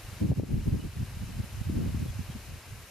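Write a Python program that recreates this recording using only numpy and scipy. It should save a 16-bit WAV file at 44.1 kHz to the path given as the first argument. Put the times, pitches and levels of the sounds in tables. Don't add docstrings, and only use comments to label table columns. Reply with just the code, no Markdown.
import sys
import numpy as np
from scipy import signal
from scipy.fft import rfft, irfft
from scipy.io import wavfile
from scipy.ndimage import uniform_filter1d

SR = 44100
rng = np.random.default_rng(int(sys.argv[2]) if len(sys.argv) > 2 else 0)


def log_audio(samples):
    frames = np.atleast_2d(samples).T
    limited = np.clip(frames, -1, 1)
    pcm = np.round(limited * 32767).astype(np.int16)
    wavfile.write(sys.argv[1], SR, pcm)


N = 127890
TIME = np.arange(N) / SR

# frequency_hz, level_db
REED_EQ_LEFT = [(100, 0.5), (400, 3), (900, 0.5), (1900, 0), (2600, 1), (3000, 0), (3400, -9), (3700, -4),
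                (3950, -2.5), (4700, -6), (5300, -3.5), (6500, -2.5), (7500, -5), (8350, -14.5),
                (9000, -6.5), (12500, -9), (14200, -12.5)]
REED_EQ_RIGHT = [(100, 2), (400, 2), (900, -0.5), (1900, -1.1), (2600, -0.5), (3050, -2.5), (3400, -4.5),
                 (4300, -5), (5300, -4.5), (5650, -10), (6100, -18.5), (6550, -8), (7100, -26.5),
                 (7550, -8), (7900, -8), (8350, -9.5), (9000, -7.5), (12500, -9.5), (14200, -11.5)]
# frequency_hz, correlation
REED_IMAGE = [(100, 1), (600, 0.86), (1200, 0.79), (2300, 0.64), (3500, 0.5), (5000, 0.47), (6500, 0.35),
              (8000, .45), (10000, 0.46), (14000, .55)]
# time_s, level_db
BED_FADER = [(0, -49.5), (.2, -48.5), (.25, -53), (.29, -50.5), (.335, -56.5), (.375, -51.5), (.42, -57.5),
             (.48, -52.5), (.55, -53.5), (.64, -51.5), (.76, -52.5), (1.05, -50.5), (1.55, -49.5),
             (1.8, -50), (2.3, -49.5), (2.65, -50.5), (2.9, -50.5)]
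# centre_s, pitch_hz, level_db
CHICK_PEEPS = [(.808, 2960, -54), (2.09, 3400, -57), (2.315, 3230, -55.5)]
# start_s, peak_db, high_cut_hz, left_minus_right_db
PRESSURE_POPS = [(0.316, -25.5, 580, 6.5), (0.397, -24.5, 530, 9), (0.434, -31, 490, 9),
                 (1.697, -23, 306, 0), (1.86, -34.5, 476, 0), (1.945, -27, 285, 7),
                 (2.191, -28.5, 204, -16.5), (2.298, -31, 215, -2), (2.352, -32.5, 220, 1)]
# frequency_hz, level_db
WIND_EQ = [(20, -27.5), (35, 1), (55, -3), (80, 1), (130, -1.5), (210, -6), (300, -15), (420, -24.5),
           (600, -39.5), (850, -48.5), (1200, -60)]
# frequency_hz, correlation
WIND_IMAGE = [(25, .8), (45, .9), (80, .83), (140, .53), (220, .1), (400, -.25), (800, -.05)]
# time_s, level_db
FLOW_FADER = [(0, -51), (.3, -46), (.7, -38), (.93, -48.5), (1.1, -44.5), (1.5, -49), (1.75, -47.5),
              (2.1, -41.5), (2.42, -49.5), (2.6, -55.5), (2.77, -45.5), (2.9, -63.5)]
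# centre_s, length_s, level_db, tilt_db_per_octave
EDDY_BUFFETS = [(0.052, 0.0085, -40, -8), (0.089, 0.0077, -52.5, -29), (0.13, 0.02, -43, -5),
                (0.225, 0.02, -25.5, 6), (0.249, 0.031, -26.5, 4), (0.29, 0.015, -34.5, 7.5),
                (0.311, 0.028, -23.5, 0), (0.328, 0.014, -39, 10.5), (.39, 0.029, -25.5, 1.5),
                (0.435, 0.026, -40, 8), (0.518, 0.049, -36, 6.5), (0.538, 0.017, -25, -4),
                (0.566, 0.069, -27.5, 0), (.68, 0.024, -25, 3.5), (0.744, 0.04, -25.5, 2.5),
                (0.796, 0.017, -39.5, 8), (0.852, 0.03, -32, 3.5), (0.969, 0.012, -33.5, -1.5),
                (1.015, 0.037, -28.5, -2), (1.173, 0.0065, -31, -12), (1.228, 0.037, -33, -3.5),
                (1.291, 0.026, -39.5, 3), (1.364, 0.059, -38, -1), (1.401, 0.017, -27.5, -2.5),
                (1.441, 0.011, -30.5, -6.5), (1.563, 0.085, -40, -8.5), (1.615, 0.011, -30, -6.5),
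                (1.671, 0.02, -27, -5.5), (1.707, 0.033, -30.5, 1), (1.763, 0.029, -30.5, 2.5),
                (1.797, 0.094, -29.5, 4.5), (1.876, 0.042, -28.5, 1), (1.963, 0.072, -31.5, -5.5),
                (2.019, 0.032, -29.5, 1), (2.062, 0.013, -38, 8.5), (2.095, 0.022, -33, -11),
                (2.165, 0.015, -45, -14), (2.204, 0.024, -34, -5), (2.297, 0.025, -39, -6.5),
                (2.359, 0.018, -34, -2.5), (2.515, 0.061, -41, -4), (2.731, 0.011, -40.5, -17)]
REED_CROSSOVERS_HZ = [60, 800, 1500, 2300, 3300, 5000, 8000, 14600]
WIND_CROSSOVERS_HZ = [15, 130, 260, 480, 1300]


def from_db(db):
    return 10 ** (np.asarray(db) / 20)


def unit_rms(x):
    return x / np.sqrt(np.mean(x ** 2) + 1e-20)


def ride(fader):
    return np.interp(TIME, *np.transpose(fader))


def at_hz(curve, hz):
    points_hz, values = np.transpose(curve)
    return np.interp(np.log(np.maximum(hz, 1)), np.log(points_hz), values)


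def butter(x, order, corner_hz, kind):
    return signal.sosfilt(signal.butter(order, corner_hz, kind, fs=SR, output="sos"), x)


def drift(rate_hz):
    hop, run_in = 40, 2000
    pole = np.exp(-2 * np.pi * rate_hz * hop / SR)
    noise = rng.standard_normal(N // hop + run_in + 2)
    slow = signal.lfilter([1], [1, -2 * pole, pole * pole], noise)[run_in:]
    return np.interp(np.arange(N) / hop, np.arange(len(slow)), unit_rms(slow))


def stereo(mid, side, correlation):
    correlation = np.clip(correlation, -.99, .99)
    return np.sqrt(1 + correlation) * mid + np.sqrt(1 - correlation) * side * np.array([[1], [-1]])


def compress(noise, window_s=0.053, amount=0.41):
    size = int(window_s * SR)
    power = uniform_filter1d(uniform_filter1d(noise ** 2, size), size // 2)
    return unit_rms(noise / (power + 1e-12) ** (amount / 2))


def far_tone(pitch_hz=1580, waver_hz=2.23):
    phase = 2 * np.pi * np.cumsum(pitch_hz + waver_hz * drift(4.8)) / SR
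    relative_db = -22.5 + 0.86 * drift(2.4)
    return from_db(relative_db) * np.sqrt(2) * np.sin(phase)


def reed_hiss(flicker_hz=28):
    hz = np.arange(N // 2 + 1) * SR / N
    leaves = stereo(*rfft(rng.standard_normal((2, N))), at_hz(REED_IMAGE, hz))
    leaves *= from_db([at_hz(REED_EQ_LEFT, hz), at_hz(REED_EQ_RIGHT, hz)])
    shared_drift = drift(flicker_hz)
    out = 0
    for low, high in zip(REED_CROSSOVERS_HZ, REED_CROSSOVERS_HZ[1:]):
        flicker = from_db(.25 * shared_drift + .5 * drift(flicker_hz))
        out += flicker * irfft(leaves * (hz >= low) * (hz < high), N)
    return unit_rms(out)


def swell(centre_s, length_s):
    return np.exp(-np.minimum((2 * (TIME - centre_s) / length_s) ** 2, 50))


def chick_peeps(length_s=0.04, waver_hz=55):
    quiver = waver_hz * drift(61)
    out = 0
    for centre_s, pitch_hz, level_db in CHICK_PEEPS:
        phase = 2 * np.pi * np.cumsum(pitch_hz + quiver) / SR
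        out += from_db(level_db) * swell(centre_s, length_s) * np.sin(phase)
    return out


def eddy_pops(low_cut_hz=79):
    out = np.zeros((2, N))
    for start_s, peak_db, high_cut_hz, pan_db in PRESSURE_POPS:
        click = (np.arange(N) == int(start_s * SR)) + 1e-18
        pulse = butter(click, 5, high_cut_hz, "low")
        pulse = butter(pulse, 2, low_cut_hz, "high")
        out += from_db(peak_db + pan_db * np.array([[.5], [-.5]])) * pulse / np.abs(pulse).max()
    return out


def wind_buffets(flutter_db=2.5, flow_tilt_db_per_octave=-7.5, pivot_hz=107.6, trim_db=-2.01):
    hz = np.arange(N // 2 + 1) * SR / N
    eq = from_db(at_hz(WIND_EQ, hz))
    flow_db = ride(FLOW_FADER) + flutter_db * drift(14) + np.array([[0], [-4]])
    centre_s, length_s, level_db, tilt = np.transpose(EDDY_BUFFETS)
    swells = swell(centre_s[:, None], length_s[:, None])
    mid_side = 0
    for low, high in zip(WIND_CROSSOVERS_HZ, WIND_CROSSOVERS_HZ[1:]):
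        band_eq = eq * (hz >= low) * (hz < high)
        band_share = np.sum(band_eq ** 2) / np.sum(eq ** 2)
        octaves = np.log2(np.average(hz, weights=band_eq ** 2) / pivot_hz)
        rumble = compress(irfft(band_eq * rfft(rng.standard_normal((2, N))), N))
        flow_power = from_db(flow_db + flow_tilt_db_per_octave * octaves) ** 2
        buffet_power = from_db(level_db + tilt * octaves) ** 2 @ swells
        mid_side += rumble * np.sqrt((flow_power + buffet_power) * band_share)
    ports = irfft(stereo(*rfft(mid_side), at_hz(WIND_IMAGE, hz)), N)
    return from_db(trim_db) * butter(ports, 1, corner_hz=24, kind="high")


def scene():
    return wind_buffets() + eddy_pops() + chick_peeps() + from_db(ride(BED_FADER)) * (reed_hiss() + far_tone())


def record(dry):
    high_cut_hz = 14150
    return signal.sosfiltfilt(signal.ellip(10, .05, 70, high_cut_hz, fs=SR, output="sos"), dry)


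dry = scene()
out = record(dry)
log_audio(out)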